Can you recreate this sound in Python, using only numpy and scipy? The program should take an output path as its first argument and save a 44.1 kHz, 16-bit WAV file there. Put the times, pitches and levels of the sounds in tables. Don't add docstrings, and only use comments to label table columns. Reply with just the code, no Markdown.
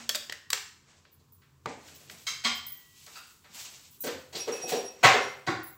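import sys
import numpy as np
from scipy import signal
from scipy.fft import rfft, irfft, next_fast_len
from scipy.io import wavfile
from scipy.ndimage import uniform_filter1d

SR = 44100
rng = np.random.default_rng(int(sys.argv[2]) if len(sys.argv) > 2 else 0)


def waveform_to_disk(signal):
    frames = np.transpose(np.atleast_2d(signal))
    scaled = np.clip(frames, -1, 1) * 32767
    samples = np.round(scaled).astype(np.int16)
    wavfile.write(sys.argv[1], SR, samples)


def gain_from_decibels(decibels):
    exponent = np.asarray(decibels, float) / 20
    return 10 ** exponent


N = 254501
PAD = next_fast_len(N)
LEAD = 256

# lower edge f/Hz, upper edge f/Hz
BANDS_HZ = [(90, 700), (700, 2500), (2500, 8300), (8300, 16400)]
WIDTHS_HZ = np.diff(BANDS_HZ)[:, 0]

# f/Hz, width/Hz, level/dB
STAND = [(1247, 50, -8), (2173, 36, -3), (2670, 110, -12), (3156, 74, -1.5), (4010, 39, 1.5),
         (4540, 18, -9), (4600, 30, -3), (5040, 62, 3), (5500, 31, -12), (6200, 79, -2), (6500, 25, -7),
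         (6970, 37, -12), (7800, 27, -15), (7800, 46, -14)]
PAN = [(1162, 32, -3), (2130, 39, 1.5), (3210, 58, -3), (3260, 18, -6.5), (3630, 26, -0.5), (4060, 19, 2),
       (4230, 27, 0.5), (4400, 28, 0.5), (4980, 27, 1.5), (5300, 24, -8), (5500, 34, -5.5),
       (6450, 34, -1.5), (7160, 43, -4), (7900, 26, 0)]
LID = [(1386, 51, -4.5), (2030, 20, -20), (2660, 180, -5.5), (3800, 110, -5.5), (4700, 36, 1)]
# f/Hz, width/Hz, level/dB
BOWL = [(143, 40, -17.5), (285, 100, -0.5), (464, 48, 2), (780, 30, 1), (1020, 15, 4.5), (1196, 50, 14.5),
        (1440, 76, 10), (1940, 31, 13.5)]
HANDLE = [(269, 30, -5.5), (507, 30, 3), (1560, 60, -3)]
RUNNER = [(235, 40, -14), (394, 40, 1.5), (493, 40, 2.5), (675, 40, -6), (731, 40, -5.5)]
FRONT = [(129, 33, -18), (506, 190, -6.5), (759, 39, 1.5), (1044, 27, -4.5), (1265, 15, -4),
         (1414, 35, 5.5), (1570, 41, 1), (2086, 83, 13.5), (2200, 18, -14), (2583, 120, 12.5),
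         (2950, 38, -13), (3250, 53, -23), (3910, 180, -11)]
CARCASS = [(117, 22, -13.5), (339, 33, -5), (780, 34, -3.5), (1102, 94, 4.5), (1446, 170, 7), (1930, 51, 3),
           (2160, 41, 2), (3820, 32, -13), (3920, 190, 9), (4530, 170, 3)]
# f/Hz, width/Hz, level/dB
WIRE_TIP = [(650, 290, -11), (1750, 130, -8), (3340, 100, 1.5), (4550, 110, -7), (5300, 120, -1.5),
            (6600, 100, -9), (8400, 110, -23.5), (10100, 140, -21), (13300, 120, -8.5), (13700, 130, -11)]
WIRE_SCRAPED = [(614, 29, -6), (3700, 50, 4.5), (4750, 73, 8), (5950, 98, -10), (6900, 44, -8),
                (7300, 78, -3.5), (7840, 66, -2.5), (8120, 30, -8), (9820, 180, -14), (13300, 170, -13.5)]
WIRE_BEND = [(596, 97, -5), (1870, 82, 5), (3110, 290, 3.5), (4800, 160, -15), (5550, 110, -7.5),
             (6600, 80, -12), (7220, 160, 1), (9620, 75, -17), (10800, 110, -26.5), (13100, 130, -15.5)]
WIRE_SIDE = [(1140, 22, 1), (2940, 110, -2), (3600, 38, -9.5), (3870, 23, -2.5), (4620, 15, -7.5),
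             (5700, 46, -6), (6840, 52, -0.5), (7900, 30, -7.5), (9420, 78, 0), (13100, 63, -6)]
WIRE_ROOT = [(480, 35, -9), (1330, 28, 3), (2320, 46, -8.5), (3260, 21, -2), (4620, 58, -4.5),
             (5890, 40, -5), (7500, 35, 4), (11700, 100, -17), (13200, 130, -16.5), (13900, 44, -15.5)]
# f/Hz, level/dB, t60/s
MIXER_SHELL = [(420, -8.5, 0.33), (520, -3.5, 0.13), (2290, 5.5, .08), (7900, 14.5, 0.013),
               (7860, 19.5, .02)]
FLOOR_BOARD = [(175, 0, .25), (228, -2, .25)]
PAN_WALL = [(737, -10, 0.52), (1163, -9, 0.27), (1410, -3, 0.47), (1800, -12, .4), (1910, -7, .38),
            (2090, -10, 0.22)]
DRAWER_PANEL = [(117.8, -13, 0.32), (355, -5, 0.28), (493, -6, 0.25), (778, 4.5, .22), (1083, 0.5, 0.51),
                (1250, -9, 0.32), (1390, -14, 0.34), (1600, -6, .2), (1701, -9, .35), (1880, -3, 0.23),
                (2022, -10, 0.45), (2143, -15, 0.26), (2500, 2, .13)]
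DRAWER_BOX = [(118, -4, .4), (345, 0, .4), (417, -6, .3), (735, -6, .3), (1080, -6, .3)]


def unit(x):
    return x / np.sqrt(np.mean(x ** 2))


def band(x, lo_hz, hi_hz):
    return signal.sosfilt(signal.butter(3, [lo_hz, hi_hz], "band", fs=SR, output="sos"), x)


def grains(count, spike_db):
    return unit(rng.standard_normal(count) * gain_from_decibels(spike_db * np.minimum(rng.exponential(size=count), 4)))


def band_noises(count, spike_db=0.):
    noise = grains(count, spike_db)
    return np.array([unit(band(noise, *edge)) for edge in BANDS_HZ])


def add(out, x, s):
    i = max(int(s * SR), 0)
    out[i:i + len(x)] += x[:len(out) - i]


def curve(rows):
    return np.interp(np.arange(N) / SR, *np.transpose(rows))


def walk(rate):
    k = int(SR / rate)
    held = np.repeat(rng.standard_normal(N // k + 1), k)
    return unit(uniform_filter1d(held, k)[:N])


def damped(peaks, cycles):
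    return [(hz, db, cycles / hz) for hz, width, db in peaks]


def ring(modes, longest_s, scatter_db, rise_s):
    hz, db, t60 = np.transpose(modes)[:, :, None]
    chance = rng.standard_normal((2, len(modes), 1))
    t60 = np.minimum(t60, longest_s)
    t = np.arange(int(SR * t60.max())) / SR
    level_db = db + scatter_db * chance[0] - 60 * t / t60
    lines = gain_from_decibels(level_db) * np.sin(2 * np.pi * hz * t + chance[1])
    return lines.sum(axis=0) * (1 - np.exp(-t / rise_s))


def burst(envelope, band_db, spike_db):
    # f/Hz, the first an anchor below the bands
    centres_hz = [110, 370, 1400, 4500, 11500]
    envelope = np.roll(envelope, LEAD)
    x = grains(len(envelope), spike_db) * envelope
    spectrum = rfft(x)
    even = irfft(spectrum / (np.abs(spectrum) + 1e-12) ** .75, len(x))
    x = even * (envelope / envelope.max()) ** .3
    density = np.array(band_db) - 10 * np.log10(2 * WIDTHS_HZ / SR)
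    grid = np.log(np.fft.rfftfreq(len(x), 1 / SR) + 1)
    shape = np.interp(grid, np.log(centres_hz), [density[0] - 30, *density])
    return irfft(rfft(x) * gain_from_decibels(shape), len(x))[:len(x) // 2] / np.sqrt(np.sum(x ** 2))


def steady(x):
    return unit(x / (np.abs(signal.hilbert(x, PAD)[:N]) + 0.23) ** 0.53)


def floor():
    # f/Hz, density/dB
    hum = [(30, -6), (95, -8.5), (420, -16), (640, -33), (1050, -18), (1900, -34), (7630, -31), (8400, -45)]
    # f/Hz, width/Hz, level/dB
    drones = [(86, 19, -2), (139.7, 25, -2), (223.4, 20, -13)]
    # t/s, level/dB
    load = [(0.0, -60.5), (0.6, -65), (1.9, -59), (2.6, -58), (2.85, -62.5), (3.3, -71), (4.2, -58.5),
            (4.9, -67.5), (5.77, -62)]
    hz, db = np.transpose(hum)
    grid = np.fft.rfftfreq(PAD, 1 / SR) + 1
    colour = gain_from_decibels(np.interp(np.log(grid), np.log(hz), db))
    tone = unit(irfft(rfft(rng.standard_normal(PAD)) * colour, PAD)[:N])
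    drone = sum(gain_from_decibels(d + 2 * walk(10.0)) * unit(band(rng.standard_normal(N), f - w / 2, f + w / 2))
                for f, w, d in drones)
    hiss_db = curve([(3.3, -74), (3.66, -61.5)]) + 1.9 * walk(3.3)
    hiss = unit(band(rng.standard_normal(N), *BANDS_HZ[-1]))
    return gain_from_decibels(-65.5) * tone + gain_from_decibels(curve(load) - 5.0) * drone + gain_from_decibels(hiss_db + 1.0) * hiss


def kitchen(x):
    # t60/s, level/dB
    room = [(0.46, -2), (0.5, -1), (0.49, -2), (0.44, -4.5)]
    t = np.arange(SR) / SR
    tail = sum(gain_from_decibels(db - 60 * t / t60) * noise * np.sqrt(2 * width / SR)
               for (t60, db), noise, width in zip(room, band_noises(SR), WIDTHS_HZ))
    return signal.fftconvolve(x, tail * (1 - np.exp(-t / 0.00033)))[:N]


def panels():
    # t/s, level/dB, swell/s, modes
    struck = [
        (0.5289, -37, .0008, MIXER_SHELL),
        (2.12, -55, .01, FLOOR_BOARD),
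        (2.3, -58, .01, FLOOR_BOARD),
        (2.45, -31.5, .004, PAN_WALL),
        (3.49, -55, .015, FLOOR_BOARD),
        (4.0, -56, .02, FLOOR_BOARD),
        (4.34, -47, 0.009, FLOOR_BOARD),
        (5.04, -17, 0.008, DRAWER_PANEL),
        (5.476, -36, .008, DRAWER_BOX),
    ]
    out = np.zeros(N)
    for s, db, swell_s, modes in struck:
        add(out, gain_from_decibels(db) * ring(modes, longest_s=.42, scatter_db=0, rise_s=swell_s), s)
    return out


def rail():
    # start t/s, length/s, level/dB
    fits = [(4.401, 0.017, -28), (4.525, 0.045, -32), (4.62, 0.04, -31), (4.707, .02, -32),
            (4.766, 0.037, -32.5), (4.854, 0.03, -33), (4.962, .03, -72), (5.22, 0.04, -36),
            (5.28, 0.04, -39.5), (5.35, .03, -54)]
    # f/Hz, width/Hz, level/dB, share of the fits
    upper = [(5645, 27, -0.5, 1.76), (8950, 46, -16, 1.7), (9570, 79, -17, 1.9), (10780, 150, -7.5, 1.76),
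             (14400, 79, -25, 0.91)]
    # t/s, level/dB
    low_load = [(4.3, -120), (4.42, -48), (4.5, -75), (4.54, -46.5), (4.67, -53), (4.76, -58.5),
                (4.84, -59), (4.88, -61), (4.96, -67), (5.0, -84), (5.27, -56), (5.4, -120)]
    low_hz, low_width_hz = 2567, 42
    catch_db_per_s, fade_db_per_s = 1200, 420
    drive, t = rng.standard_normal(N), np.arange(N) / SR

    def mode(hz, width):
        return steady(unit(band(drive, hz - width, hz + width)))

    fit_levels = []
    for s, length, db in fits:
        slope_db = np.maximum(catch_db_per_s * (s - t), fade_db_per_s * (t - s - length))
        fit_levels.append(db - np.maximum(slope_db, 0))
    song_db = np.max(fit_levels, axis=0)
    high = sum(gain_from_decibels(db - 52.5 + share * (song_db + 39.5) + 0.7 * walk(45.0)) * mode(hz, width)
               for hz, width, db, share in upper)
    return high + gain_from_decibels(curve(low_load) + 1.5 * walk(25)) * mode(low_hz, low_width_hz)


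def rubbing():
    # peak t/s, level/dB, build-up/s, low and top band re level/dB
    strokes = [(0.0, -38.5, .02, -14, -14.5), (0.899, -55.5, 0.11, -9, -29), (0.971, -62, 0.111, -9, -30),
               (1.687, -44, 0.022, 1, -34), (1.884, -45.5, 0.06, -12.5, -11), (2.03, -63, 0.48, 4.5, 1),
               (2.115, -50.5, 0.031, -2, 0), (2.22, -51.5, 0.39, -38, -2.5), (2.8, -56.5, 0.82, -13.5, -7),
               (2.98, -56.5, 0.063, -51, -14), (3.086, -52, 0.46, -48, -0.5),
               (3.182, -45.5, 0.16, -18, -4.5), (3.446, -80, 0.014, -9, -29),
               (3.549, -43.5, 0.024, -17.5, 0.5), (3.598, -35.5, 0.052, -35, -9.5),
               (3.65, -52.5, 0.018, -8, -29), (3.32, -61, .1, -25, 4), (3.745, -55.5, 0.074, -7, -13),
               (3.848, -53.5, 0.69, -26, -5.5), (3.94, -59, .1, -36, -2), (4.02, -54, 0.026, -39, 14),
               (4.359, -34.5, 0.011, -19, -7), (4.53, -43.5, 0.034, -7, -10), (4.63, -43.5, 0.3, -8, -8),
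               (4.695, -29, 0.024, -13.5, -4), (4.738, -66, 0.067, -1, -15), (5.018, -52.5, 0.12, -1, -35)]
    build_db, ease_db_per_s = 19.5, 119
    t, gains = np.arange(N) / SR, np.zeros((len(BANDS_HZ), N))
    for s, db, build_s, low_db, top_db in strokes:
        drop_db = np.where(t < s, build_db * (s - t) / abs(build_s), ease_db_per_s * (t - s))
        band_db = np.array([low_db, 0.39 * low_db - 0.5, 0, top_db + 6.0])
        gains += gain_from_decibels(band_db)[:, None] * gain_from_decibels(db - drop_db)
    slips = sum(gain * gain_from_decibels(1.2 * walk(40)) * noise
                for gain, noise in zip(gains, band_noises(N, spike_db=2.5)))
    return band(slips, 170, 19000)


def jingles():
    # t/s, level/dB, stretch of the rattle
    shakes = [(1.115, -55.5, 0.93), (1.321, -52, 0.89), (1.947, -50, 0.91), (2.5484, -42, 0.74),
              (2.6646, -32.5, 1.48), (2.72, -39, 1.2), (3.909, -51, 1.3), (4.005, -34, 1.3),
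              (4.019, -50, 1.2), (4.6893, -38, 0.77), (5.632, -37.5, 0.62), (5.6687, -35, 1.35)]
    # f/Hz, width/Hz, level/dB
    loose_parts = [(7900, 40, -34), (8600, 27, -15), (9700, 31, -18), (10400, 40, -10), (10960, 95, -2),
                   (11800, 32, -7.5), (12400, 27, -5), (12800, 33, -22), (14200, 31, -19), (14950, 58, -1),
                   (14770, 35, -15), (14500, 43, -1), (15200, 50, -2), (15400, 59, 2)]
    keys = [(3970, 31, -26), (5980, 22, -21), (6270, 23, -19), (8730, 26, -7), (9720, 28, -17),
            (10170, 25, -4), (11000, 34, -2), (12300, 27, -2), (12800, 26, -14), (13200, 29, -10),
            (14200, 37, -6), (14600, 24, 3), (15100, 24, -12), (15400, 30, 5)]
    clips = [(7640, 31, -25.5), (10400, 30, -13), (11000, 33, -8), (11800, 29, -9.5), (12600, 58, -16),
             (13200, 32, -18), (14200, 30, -10), (14400, 24, -13), (14540, 34, -9), (14900, 22, -8),
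             (15000, 30, -6), (15300, 40, -3), (15400, 29, -5), (15600, 40, -9)]
    out = np.zeros(N)
    for s, db, stretch in shakes:
        metal = loose_parts if s < 3 else keys if s < 4.5 else clips
        modes = [(hz, mode_db, 4.2 / width) for hz, width, mode_db in metal]
        for late in np.array([0, .011, .025, .042]) * stretch:
            rattle = ring(modes, longest_s=0.11, scatter_db=6.5, rise_s=0.0017)
            add(out, gain_from_decibels(db - 0.5 - 153 * late) * rattle, s + late)
    return out


def pan():
    # f/Hz, level/dB, t60/s
    long_modes = [(220, -8, 0.3), (234, -8, .35), (3138, 5, 0.6), (3176, 3, 0.75), (3305, -3, 0.4),
                  (3381, 2, 0.3)]
    split_hz = 1.12
    out = np.zeros(N)
    add(out, gain_from_decibels(-36.0) * ring(long_modes, longest_s=1.57, scatter_db=-5.0, rise_s=0.0031), 2.45)
    pair = ring([(1950, 0, 1.2)], longest_s=3.0, scatter_db=0, rise_s=0.25)
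    beat = np.sin(np.pi * np.minimum(split_hz * np.arange(len(pair)) / SR, 1)) ** 2
    add(out, gain_from_decibels(-37.0) * pair * beat, 2.47)
    add(out, gain_from_decibels(-51) * ring([(232.7, 0.0014, 0.73)], longest_s=1.7, scatter_db=-0.5, rise_s=0.0012), 0)
    return out


def blows():
    # t/s, peak level/dB, low, high and top band re peak/dB
    hits = [(1.052, -63.5, 4, 10, -36.5), (1.198, -68.5, 6, 8, -5), (1.422, -54, -31, -3, -34),
            (2.271, -34, -19.5, 9, -1), (2.443, -29.5, -26, 4, -11), (2.452, -23.5, -19, -2, -16),
            (3.068, -44.5, -9.5, -2, -17), (3.164, -42.5, -19, -8, -25), (3.447, -46.5, -11.5, -2, -37),
            (4.042, -38.5, 11, 7, 4), (4.07, -29.5, -2, 2, -20), (4.331, -42, 3, 7, -5),
            (4.353, -45.5, 17, 23.5, -7), (4.48, -30, -1, -5, -17), (4.724, -30, 12, 4.5, -29),
            (5.035, -7.5, -8, -10, -20), (5.044, -4.5, -10, -3.5, -27), (5.138, -16, -0.5, -8, -27),
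            (5.471, -35, -2, 9, -13.5), (5.481, -25.5, -7, -17, -25)]
    # t/s, level/dB, cycles until dead, modes
    metal_rings = [
        (2.271, -46, 73, STAND),
        (2.451, -42, 58, PAN),
        (3.16, -52, 27.4, LID),
    ]
    # t/s, level/dB, cycles until dead, modes
    dull_thuds = [(1.6643, -50.5, 6.6, BOWL), (4.043, -45, 17, HANDLE), (4.07, -47, 20, HANDLE),
                  (4.352, -57.5, 15, RUNNER), (4.478, -45, 14, RUNNER), (4.505, -54, 21, RUNNER),
                  (4.64, -48, 17, RUNNER), (4.722, -37.5, 48, RUNNER), (4.772, -58, 41, RUNNER),
                  (5.042, -27.5, 15.3, FRONT), (5.142, -45.5, 53, FRONT), (5.142, -40, 24, RUNNER),
                  (5.479, -36, 15.6, CARCASS)]
    blow_s = .015
    out, t = np.zeros(N), np.arange(8192) / SR
    push = t ** 2 * np.exp(-5 * t / blow_s)
    for s, db, low_db, high_db, top_db in hits:
        hit = burst(push, [low_db, 0, high_db, top_db + 6.5], spike_db=3.5)
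        add(out, gain_from_decibels(db - 5.5) * hit, s - .45 * blow_s - LEAD / SR)
    for s, db, cycles, modes in metal_rings:
        add(out, gain_from_decibels(db) * ring(damped(modes, cycles), longest_s=0.02, scatter_db=0.0, rise_s=0.00049), s - .003)
    for s, db, cycles, modes in dull_thuds:
        thud = ring(damped(modes, cycles), longest_s=0.048, scatter_db=1.5, rise_s=cycles / 5000)
        add(out, gain_from_decibels(db) * thud, s - .005)
    return out


def spoon():
    # t/s, peak level/dB, low, middle and top band re peak/dB
    knocks = [(0.092, -18.5, -15.5, -9, 0), (0.0974, -21.5, -32.5, -9, -23),
              (0.1477, -24.5, -33.5, 0.5, -5), (0.1522, -24, -24, -19.5, -4.5),
              (0.1559, -28.5, -19.5, -14, 5.5), (0.158, -31.5, -31, 0, -18.5), (0.1608, -30, -16, -2, -13),
              (0.2963, -24, -12, -12.5, -22.5), (0.3232, -26, -63.5, -0.5, -10),
              (0.503, -24, -49.5, -4.5, 3.5), (0.5305, -11, -25, -7, -9), (0.575, -30, -34, 1, -18.5),
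              (1.052, -56.5, -29, 12, -32), (1.6582, -31.5, 6.5, 2.5, -17), (2.0977, -33.5, -48, 1, -20),
              (3.064, -35, -32, -26, -12)]
    # until t/s, ring re crack/dB, modes
    wires_met = [
        (.12, 0.5, WIRE_TIP),
        (.2, -5.5, WIRE_SCRAPED),
        (.4, -7.5, WIRE_BEND),
        (.52, -3.5, WIRE_SIDE),
        (1, -9, WIRE_ROOT),
    ]
    # f/Hz, level/dB, t60/s
    spoon_modes = [(1850, -1, 0.2), (1930, 0, 0.3), (1985, -1, .26), (2060, -2, .18)]
    contact_t60_s = 0.021
    rim_s, rim_hz, rim_db, rim_t60_s = 1.6588, 1183, -19, 0.023
    out, t = np.zeros(N), np.arange(8192) / SR
    decay = gain_from_decibels(-60 * t / contact_t60_s) * (1 - np.exp(-t / 0.00053))
    for s, db, low_db, mid_db, top_db in knocks:
        crack = burst(decay, [low_db, mid_db, 0, top_db + 4.0], spike_db=3.5) * np.sqrt(np.sum(decay ** 2))
        add(out, gain_from_decibels(db) * crack, s - LEAD / SR)
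        if s < 1:
            ring_db, wires = next(row[1:] for row in wires_met if s < row[0])
            wire_ring = ring(damped(wires, 84.0), longest_s=0.02, scatter_db=4.0, rise_s=0.00072)
            add(out, gain_from_decibels(db + ring_db) * wire_ring, s)
    add(out, gain_from_decibels(-56) * ring(spoon_modes, longest_s=.6, scatter_db=0, rise_s=0.0026), .324)
    add(out, gain_from_decibels(rim_db - 60 * t / rim_t60_s) * np.sin(2 * np.pi * rim_hz * t), rim_s)
    return out


def scene():
    near, far, rub = spoon(), blows(), rubbing()
    tones = pan() + jingles() + rail()
    wet = kitchen(far + gain_from_decibels(-34.0) * near + gain_from_decibels(-36.0) * tones + gain_from_decibels(-51.0) * rub)
    mono = near + gain_from_decibels(17) * far + tones + gain_from_decibels(-6.0) * rub + wet + floor() + panels()
    return np.array([mono, mono])


def starved(x, quiet_db, share):
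    hz, t, z = signal.stft(x, SR, nperseg=1024)
    row = ((hz - 8900) // 700).astype(int)
    chance = uniform_filter1d(rng.standard_normal((row.max() + 1, z.shape[1])), size=3)
    power = np.abs(z) ** 2
    total = power.sum(axis=0)
    busy = (total > gain_from_decibels(quiet_db) ** 2) & (t > 1.66)
    for k in range(len(chance)):
        here = power[row == k].sum(axis=0)
        weak = (here < gain_from_decibels(-16) ** 2 * total) & (here < .8 * uniform_filter1d(here, size=13))
        z[row == k] *= np.where(busy & weak & (chance[k] > share), .008, 1)
    return signal.istft(z, SR, nperseg=1024)[1][:len(x)]


def top_cut(x):
    return signal.sosfilt(signal.butter(12, 16870, fs=SR, output="sos"), x)


def record(dry):
    grid = np.fft.rfftfreq(PAD, 1 / SR)
    treble_db = -9 * np.clip((grid - 8100) / 500, 0, 1)
    treble_db += 2 * np.clip((grid - 11500) / 1500, 0, 1)
    treble_db -= 45 * np.clip((grid - 15800) / 250, 0, 1)
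    response = np.clip(grid / 75, 0, 1) ** 2 * gain_from_decibels(treble_db)
    spectrum = rfft(np.tanh(0.36 * dry[0]) / 0.44, PAD) * response
    mid = starved(irfft(spectrum, PAD)[:N], quiet_db=-57.5, share=.25)
    side = np.roll(band(mid, 9960, 14000), 300) * walk(80) * gain_from_decibels(-9)
    return top_cut(np.array([mid + side, mid - side]))


dry = scene()
out = record(dry)
waveform_to_disk(out)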